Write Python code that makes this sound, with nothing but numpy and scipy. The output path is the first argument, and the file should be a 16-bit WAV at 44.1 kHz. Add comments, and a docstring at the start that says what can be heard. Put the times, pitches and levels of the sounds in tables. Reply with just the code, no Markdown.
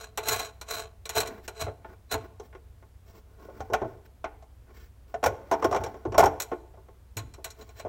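"""A faint low hum in a quiet room and the brief rattle of a wing nut coasting, then flicks, more runs and knocks.
The nuts are spun by hand on the bolts of a steel mounting plate under a wooden cabinet top.
Flicked nuts click, gather speed and coast along the thread; hands bump and fingers scuff the hardware.
The loose plate knocks and rebounds on its bolts. Noise forces and tiny impacts drive resonant bodies of
wood and steel; the wooden panels sound along with every contact."""
import sys
import numpy as np
from scipy import signal
from scipy.fft import rfft, irfft
from scipy.io import wavfile

SR = 44100
rng = np.random.default_rng(int(sys.argv[2]) if len(sys.argv) > 2 else 0)


def generate_wav(sig):
    """Save sig (samples, or channels by samples) to the path in sys.argv[1] as 16-bit PCM at SR."""
    pcm = np.round(np.clip(np.atleast_2d(sig).T, -1, 1) * 32767).astype(np.int16)
    wavfile.write(sys.argv[1], SR, pcm)


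N = 347508
TIME_S = np.arange(N) / SR

# nominal resonances of cabinet, wing nut, plate: (centre [Hz], width [Hz], rise over the colour [dB])
CABINET_MODES = [(297, 3.4, 9.5), (376.3, 21.4, 10.5), (438.8, 15, 18), (520, 11, -1), (662.8, 25.7, 14),
                 (720, 77, 6), (877, 17, 15.5), (1030, 30, 8.5), (1081.3, 28, 14), (1456, 87, 10.5),
                 (2013, 87, 4.5), (2347, 54, 6)]
NUT_MODES = [(2400, 100, 4), (4030, 56, 16.5), (5560, 110, 6), (5870, 45, 7), (6935, 38, 17.5),
             (7760, 100, 9), (8060, 110, 6), (9100, 100, 6), (11400, 130, 9), (11750, 90, 9),
             (12200, 80, 12.5), (12540, 90, 9), (13600, 70, 8), (15300, 60, 8), (15680, 70, 12)]
PLATE_MODES = [(1470, 55, 6), (1780, 47, 7), (2130, 70, 5), (3250, 73, 4), (3980, 88, 4), (5280, 150, 5),
               (5620, 45, 16), (6170, 95, 9), (6660, 60, 6), (6870, 50, 7), (7560, 140, 7), (11800, 140, 7),
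               (12500, 300, 6), (13200, 65, 6), (14500, 180, 5), (15000, 190, 5)]
# broad responses of nut, plate, rubbed panel, rubbed steel, bumped panel, room: (frequency [Hz], relative level [dB])
NUT_COLOUR = [(60, -5.5), (190, -11), (400, -1), (800, 0.5), (1250, -8), (2400, -7), (3300, -9.5),
              (4300, -4), (4900, -10), (5700, -1), (8800, -3.5), (10200, -12.5), (11600, -5.5),
              (16000, -10)]
PLATE_COLOUR = [(60, -16), (190, -10), (400, -3), (750, -3.5), (1100, -13), (1700, -19), (2400, -21),
                (3200, -27), (4800, -28), (5900, -24.5), (7000, -27.5), (9500, -33), (16000, -30.5)]
RUB_COLOUR = [(60, -33), (200, 3.5), (420, -4.5), (900, -12), (1800, -11), (3500, -26), (6000, -28),
              (9000, -45), (16000, -29)]
WHISPER_COLOUR = [(300, -54), (1000, -0.5), (1500, 11.5), (2500, 6), (3600, -1), (4800, 0.5), (6200, -8),
                  (7800, -3), (9500, -22), (16000, 3)]
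BUMP_COLOUR = [(25, -28.5), (60, -6), (92, -1.5), (120, -4), (185, -30.5), (230, -16), (400, -23.5),
               (1500, -75.5)]
ROOM_COLOUR = [(20, -22), (35, -6), (58, -5.5), (95, -3), (140, -19), (200, -23), (330, -27), (600, -29),
               (1200, -35.5), (2500, -41.5), (5000, -46), (16000, -48)]
# nut runs: (time at full speed [s], steel ring [dB], spin-up [s], coasting [s])
RUNS = [(0.0, -45.5, .02, 0.042), (0.233, -42.5, 0.015, .05), (0.291, -32.5, 0.074, 0.17),
        (0.714, -34.5, 0.043, 0.1), (1.169, -27.5, 0.034, 0.027), (1.614, -38, 0.067, 0.0033),
        (2.124, -33, 0.02, 0.013), (7.47, -55, 0.03, 0.022), (7.792, -59.5, 0.067, 0.0043)]
# finger flicks on a nut: (time [s], wood [dB], steel ring re wood [dB], panel pitch [Hz])
FLICKS = [(0.1744, -33.5, -2.5, 426), (0.284, -38, 11, 710), (0.328, -37.5, 3, 726), (0.396, -39, 0, 726),
          (0.612, -48.5, 3.5, 1030), (0.686, -53, 4.5, 1090), (0.707, -48.5, 9, 646),
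          (1.0541, -48, 4.5, 450), (1.092, -43, 6.5, 405), (1.164, -28, -35, 640), (1.203, -36.5, 4.5, 930),
          (1.258, -42, -9, 670), (1.272, -50, 5.5, 670), (1.478, -41, -2, 400), (1.611, -43.5, 4, 1060),
          (2.113, -39, 0, 680), (2.14, -32, -16, 296), (6.4, -42, 9, 635), (6.419, -58, 22, 805),
          (7.168, -44, 6, 305), (7.186, -49.5, 3.5, 290), (7.338, -58, 3, 1140), (7.443, -46, 7.5, 660),
          (7.503, -67.5, 18, 370), (7.61, -55.5, -3, 650), (7.69, -57, -5.5, 656), (7.796, -45, -6, 650)]
# hand bumps against the mount: (time [s], level [dB])
HAND_BUMPS = [(0.282, -45.5), (1.169, -41), (1.627, -37), (2.137, -36.5), (3.61, -42), (3.724, -44),
              (3.831, -40.5), (5.256, -36.5), (5.645, -39.5), (5.801, -38.5), (6.078, -35), (6.183, -34),
              (6.242, -32.5), (7.172, -36.5), (7.239, -46), (7.848, -47.5)]
# finger strokes: (time at the firmest [s], length [s], panel [dB], steel [dB])
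STROKES = [(1.323, 0.17, -45, -68), (1.45, .04, -56, -54), (1.897, 0.14, -53.5, -76.5),
           (2.246, 0.056, -48.5, -68), (2.45, 0.06, -57.5, -61), (3.094, 0.062, -57.5, -60),
           (3.165, 0.084, -53.5, -59.5), (3.327, 0.17, -63.5, -76), (3.431, 0.092, -50, -64),
           (3.603, 0.22, -49, -63.5), (3.89, 0.17, -60, -67), (4.06, 0.022, -75, -59),
           (4.701, 0.072, -56, -88), (4.763, 0.063, -59.5, -57.5), (4.825, 0.12, -63, -58.5),
           (5.1, 0.065, -58.5, -65), (5.722, 0.62, -46, -65), (6.852, 0.35, -71.5, -80.5),
           (7.613, .08, -51, -56.5), (7.695, 0.09, -56, -60), (7.79, .06, -52, -48.5)]
# plate knocks: (time [s], wood [dB], clack re wood [dB], steel ring re wood [dB], panel pitch [Hz], rebounds [count])
KNOCKS = [(1.665, -36.5, -13.5, -44, 655, 0), (1.68, -35.5, -15, -52, 680, 0),
          (1.845, -45, -6.5, -46, 327, 0), (2.397, -40.5, -20.5, -17, 420, 0), (2.526, -59, 1, -25, 378, 0),
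          (2.548, -46.5, -8, -26.5, 430, 0), (2.824, -57.5, -6.5, -27, 370, 0),
          (3.484, -44.5, -23, -46, 534, 1), (3.603, -37, -11, -19, 765, 0),
          (3.699, -35.5, -26, -33, 440, 0), (3.722, -32.5, -37, -38, 660, 0),
          (3.7335, -26, -2, -14, 655, 0), (3.7405, -28, -10, -35, 740, 0), (3.816, -28, -22, -38, 386, 0),
          (3.845, -34.5, -28, -45, 315, 0), (4.241, -33, -5, -24.5, 770, 0),
          (4.423, -53.5, -14, -17, 810, 0), (5.14, -29.5, -14.5, -28.5, 710, 0),
          (5.228, -28, -12, -24, 614, 0), (5.238, -26, -3, -9.5, 860, 0), (5.259, -20.5, -10, -14, 523, 0),
          (5.5125, -22.5, -11.5, -21, 895, 2), (5.623, -28, -9.5, -23, 1030, 0),
          (5.643, -19, -14, -20.5, 401, 0), (5.711, -28, -20, -22, 646, 0),
          (5.725, -26, -9.5, -22.5, 1100, 0), (5.745, -25.5, -11.5, -20.5, 760, 0),
          (5.761, -27.5, -9.5, -19.5, 443, 0), (5.812, -33.5, -25.5, -31, 760, 0),
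          (5.836, -34.5, -8.5, -10.5, 460, 0), (5.861, -33, -17.5, -20, 720, 0),
          (5.941, -43, -18, -26, 403, 0), (6.051, -27.5, -24, -37.5, 370, 0),
          (6.12, -34.5, -16, -22, 376, 0), (6.143, -29, -10, -22.5, 1045, 0),
          (6.179, -13.5, -11.5, -15, 680, 2), (6.224, -16.5, -15.5, -36, 940, 0),
          (6.236, -22, -10, -17.5, 940, 0), (6.256, -24, -11, -13, 855, 0),
          (6.2625, -23, -13.5, -33, 830, 0), (6.515, -30, -16.5, -38, 360, 1),
          (6.738, -55, -13.5, -33.5, 610, 0), (6.772, -53, -25, -36, 378, 0),
          (6.883, -53, -13, -28, 413, 0), (7.38, -49.5, -32, -34, 384, 1), (7.848, -33, -26, -39, 654, 1)]

# wood below, clack between, steel above
LOW_EDGE_HZ, HIGH_EDGE_HZ = 1200, 3400
CROSSOVER = [
    signal.butter(4, LOW_EDGE_HZ, "low", fs=SR, output="sos"),
    signal.butter(4, (LOW_EDGE_HZ, HIGH_EDGE_HZ), "band", fs=SR, output="sos"),
    signal.butter(4, HIGH_EDGE_HZ, "high", fs=SR, output="sos"),
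]
TREBLE = signal.butter(2, 9500, "high", fs=SR, output="sos")
HARD_DB, SOFTENING = -33, 0.8  # steel level of a hard contact; top dB lost per dB softer

ROOM_DB, HUM_HZ, HUM_DB = -54, 62.3, -55.5
SPIN_UP_DB, COAST_DB_PER_S = 26, 66.5  # rise per spin-up time; loss to thread friction
STOP_T60_S, SPIN_WOOD_DB, WOOD_T60_S = 0.15, -0.5, 0.32  # steel after the stop; panel re steel, its ring-out
TURN_HZ, WOBBLE_DB = 27, 1.5  # an askew nut rattles harder once a turn
STROKE_EDGE_DB = 13  # drop from mid-stroke to either end
REBOUND_S, REBOUND_SCATTER, REBOUND_LOSS_DB = .0135, .1, 4  # gap, its relative spread, loss per rebound
TOP_HZ = 15850


def undb(db):
    """Decibels to gain."""
    return 10 ** (np.asarray(db) / 20)


def unit(x):
    """Scale to rms 1."""
    return x / np.sqrt(np.mean(x ** 2) + 1e-20)


def response(colour, modes=(), size=16384):
    """Causal (minimum-phase) impulse response of a body: broad colour, ringing resonances on top."""
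    f_hz = np.maximum(np.arange(size // 2 + 1) * SR / size, 1)
    colour_hz, colour_db = np.transpose(colour)
    broad = undb(np.interp(np.log(f_hz), np.log(colour_hz), colour_db))
    peak_power = 1 + sum(undb(rise_db) ** 2 / (1 + (2 * (f_hz - centre_hz) / width_hz) ** 2)
                         for centre_hz, width_hz, rise_db in modes)
    cepstrum = irfft(np.log(broad * np.sqrt(peak_power)))
    # fold onto positive time
    cepstrum[1:size // 2] *= 2
    cepstrum[size // 2 + 1:] = 0
    return irfft(np.exp(rfft(cepstrum)))[:size // 2]


def through(x, body):
    """Send a force through an impulse response."""
    return signal.fftconvolve(x, body)[:len(x)]


def fade(t_s, t60_s):
    """Exponential decay, 60 dB down after t60_s."""
    return np.exp(-np.log(1000) * np.maximum(t_s, 0) / t60_s)


def add(out, time_s, sound):
    """Mix a sound in at a given time."""
    start = max(int(time_s * SR), 0)
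    out[start:start + len(sound)] += sound[:max(N - start, 0)]


def wander(rate_hz):
    """Random levels joined by straight lines, rate_hz knots a second; spread near 1."""
    knots = rng.standard_normal(N // 100)
    return 1.38 * np.interp(TIME_S * rate_hz, np.arange(len(knots)), knots)


def room():
    """Low rumble and faint hiss from coloured noise, with a hum whose phase wavers a little."""
    air = unit(through(rng.standard_normal(N), response(ROOM_COLOUR)))
    hum = np.sqrt(2) * np.sin(2 * np.pi * HUM_HZ * TIME_S + 0.73 * wander(2.2))
    return undb(ROOM_DB) * air + undb(HUM_DB) * hum


def spin_gain(t60_s):
    """A nut gathers speed, coasts against friction, then stops and rings out."""
    gain = 0
    for full_speed_s, db, spin_up_s, coast_s in RUNS:
        t_s = TIME_S - full_speed_s
        coasting_s = np.clip(t_s, 0, coast_s)
        speed_db = SPIN_UP_DB * np.minimum(t_s / spin_up_s, 0) - COAST_DB_PER_S * coasting_s
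        wobble_db = WOBBLE_DB * np.cos(2 * np.pi * TURN_HZ * coasting_s)
        run_gain = undb(db + speed_db + wobble_db) * fade(t_s - coast_s, t60_s)
        gain = np.maximum(gain, run_gain)
    return gain


def wing_ring(hits):
    """Impacts ring each wing mode; the contact point travels round the thread, feeding one, then another."""
    t_s = np.arange(SR // 4) / SR
    wings = 0
    for hz, width_hz, db in NUT_MODES:
        feed = undb(5 * np.clip(wander(35), -1.5, 1.5))
        ring = np.sin(2 * np.pi * hz * t_s) * np.exp(-np.pi * width_hz * t_s)
        wings = wings + undb(db) ** 2 / hz * unit(through(hits * feed, ring))
    return unit(wings)


def spins(impacts_per_s=520, scatter_db=5, clack_db=-3):
    """A spinning nut wobbles on the thread; its tiny random impacts ring the wings and the cabinet."""
    struck = rng.random(N) < impacts_per_s / SR
    strength = undb(scatter_db * np.clip(rng.standard_normal(N), -2, 2))
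    hits = unit(struck * rng.choice([-1, 1], N) * strength)
    t_s = np.arange(SR // 4) / SR
    reflections = rng.standard_normal(len(t_s)) * (fade(t_s, .06) + undb(-26) * fade(t_s, .5))
    walls = unit(reflections) / np.sqrt(len(t_s))
    walls[0] += .8  # direct sound ahead of the cabinet's reflections
    rattle = through(through(hits, walls), response(NUT_COLOUR, CABINET_MODES + NUT_MODES))
    wood, clack, steel = (unit(signal.sosfilt(band, rattle)) for band in CROSSOVER)
    steel_gain = spin_gain(STOP_T60_S)
    wood_gain = undb(SPIN_WOOD_DB) * spin_gain(WOOD_T60_S)
    clack_gain = undb(clack_db) * np.sqrt(steel_gain * wood_gain)
    metal = unit(steel + .8 * wing_ring(hits))
    # a slow nut taps gently and loses its top
    top_gain = np.minimum(steel_gain / undb(HARD_DB), 1) ** SOFTENING
    metal = metal - (1 - top_gain) * signal.sosfiltfilt(TREBLE, metal)
    return steel_gain * metal + clack_gain * clack + wood_gain * wood


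def contacts(rows, colour, metal_modes, t60s_s, room_dbs, room_t60_s, rises_s, grit_db, spot_db, chatter_s):
    """A contact chatters for a moment, then dies away in the cabinet, then the room; lows last longest."""
    out, t_s = np.zeros(N), np.arange(SR // 2) / SR
    attack = t_s < .02  # levels are set over this stretch
    for time_s, wood_db, clack_rel_db, steel_rel_db, panel_hz in rows:
        levels_db = wood_db, wood_db + clack_rel_db, wood_db + steel_rel_db
        # each contact lands on another spot, so other modes of metal and panel stand out
        struck = [(hz, width_hz, db - 1 + 2.5 * rng.standard_normal()) for hz, width_hz, db in metal_modes]
        spot = [(panel_hz, panel_hz / 6, spot_db)]
        # a gentle contact dulls above 8 kHz, more with each octave
        lost_db = SOFTENING * min(levels_db[-1] - HARD_DB, 0)
        softened = [(hz, db + lost_db * max(np.log2(hz / 8000), 0)) for hz, db in colour]
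        body = response(softened, CABINET_MODES + struck + spot)
        force, grit = rng.standard_normal((2, len(t_s)))
        held_grit = np.repeat(grit, 16)[:len(t_s)]
        force = force * undb(grit_db * held_grit * fade(t_s, room_t60_s))
        for band, db, t60_s, room_db, rise_s in zip(CROSSOVER, levels_db, t60s_s, room_dbs, rises_s):
            swell = 1 - np.exp(-t_s / rise_s)
            cabinet_tail = fade(t_s - chatter_s, t60_s)
            room_tail = undb(room_db) * fade(t_s, room_t60_s)
            envelope = swell * np.hypot(cabinet_tail, room_tail)
            sound = signal.sosfilt(band, through(force * envelope, body))
            add(out, time_s, undb(db) * sound / np.std(sound[attack]))
    return out


def nut_clicks(clack_db=-1, finger_damping=1.44):
    """The light nut snaps across the play of its thread: short, bright, clack near midway from wood to steel."""
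    # the finger still touches the wings and damps their ring
    modes = [(hz, width_hz * finger_damping, db - 2) for hz, width_hz, db in NUT_MODES]
    clicks = [(time_s, wood_db, steel_rel_db / 2 + clack_db, steel_rel_db, panel_hz)
              for time_s, wood_db, steel_rel_db, panel_hz in FLICKS]
    return contacts(clicks, NUT_COLOUR, modes, t60s_s=(.12, .1, .065), room_dbs=(-18, -22, -31),
                    room_t60_s=0.59, rises_s=(.002, .001, .0004), grit_db=1.0, spot_db=12, chatter_s=0.0025)


def bumps(t60_s=0.41):
    """Soft flesh only moves the lowest modes of the panel."""
    out, t_s = np.zeros(N), np.arange(SR // 2) / SR
    body = response(BUMP_COLOUR, [(94.5, 4.8, 1)])
    for time_s, db in HAND_BUMPS:
        thud = through(rng.standard_normal(len(t_s)) * fade(t_s, t60_s), body)
        # starts 8 ms ahead of the listed time; level set over the first 50 ms
        add(out, time_s - .008, undb(db) * thud / np.std(thud[:SR // 20]))
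    return out


def rubs(grip_db=2.0):
    """Skin sticks and slips on the metal: the panel carries the scuffing and the steel whispers."""
    friction = rng.standard_normal(N) * undb(grip_db * wander(110))
    panel = unit(through(friction, response(RUB_COLOUR, CABINET_MODES)))
    steel = unit(through(friction, response(WHISPER_COLOUR, PLATE_MODES)))
    out = np.zeros(N)
    for firmest_s, length_s, panel_db, steel_db in STROKES:
        pressure = undb(-STROKE_EDGE_DB * (2 * (TIME_S - firmest_s) / length_s) ** 2)
        out += pressure * (undb(panel_db) * panel + undb(steel_db) * steel)
    return out


def plate_knocks():
    """The heavy plate drives the panel and rebounds, weaker each time: hollow, with a thin steel ring."""
    blows = []
    for time_s, wood_db, *timbre, rebounds in KNOCKS:
        gap_s = REBOUND_S * (1 + REBOUND_SCATTER * rng.standard_normal())
        for k in range(round(rebounds) + 1):
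            blows.append((time_s + k * gap_s, wood_db - k * REBOUND_LOSS_DB, *timbre))
    return contacts(blows, PLATE_COLOUR, PLATE_MODES, t60s_s=(.1, .085, .065), room_dbs=(-19, -23, -30),
                    room_t60_s=0.55, rises_s=(.0018, .001, .0009), grit_db=0.0, spot_db=16, chatter_s=0.0027)


def scene():
    """Sum of all sources, one channel."""
    return (room() + spins() + nut_clicks() + bumps() + rubs() + plate_knocks())[None]


def record(dry):
    """The recorder cuts the top with a steep low-pass."""
    return signal.sosfilt(signal.ellip(10, .2, 80, TOP_HZ, fs=SR, output="sos"), dry)


dry = scene()
out = record(dry)
generate_wav(out)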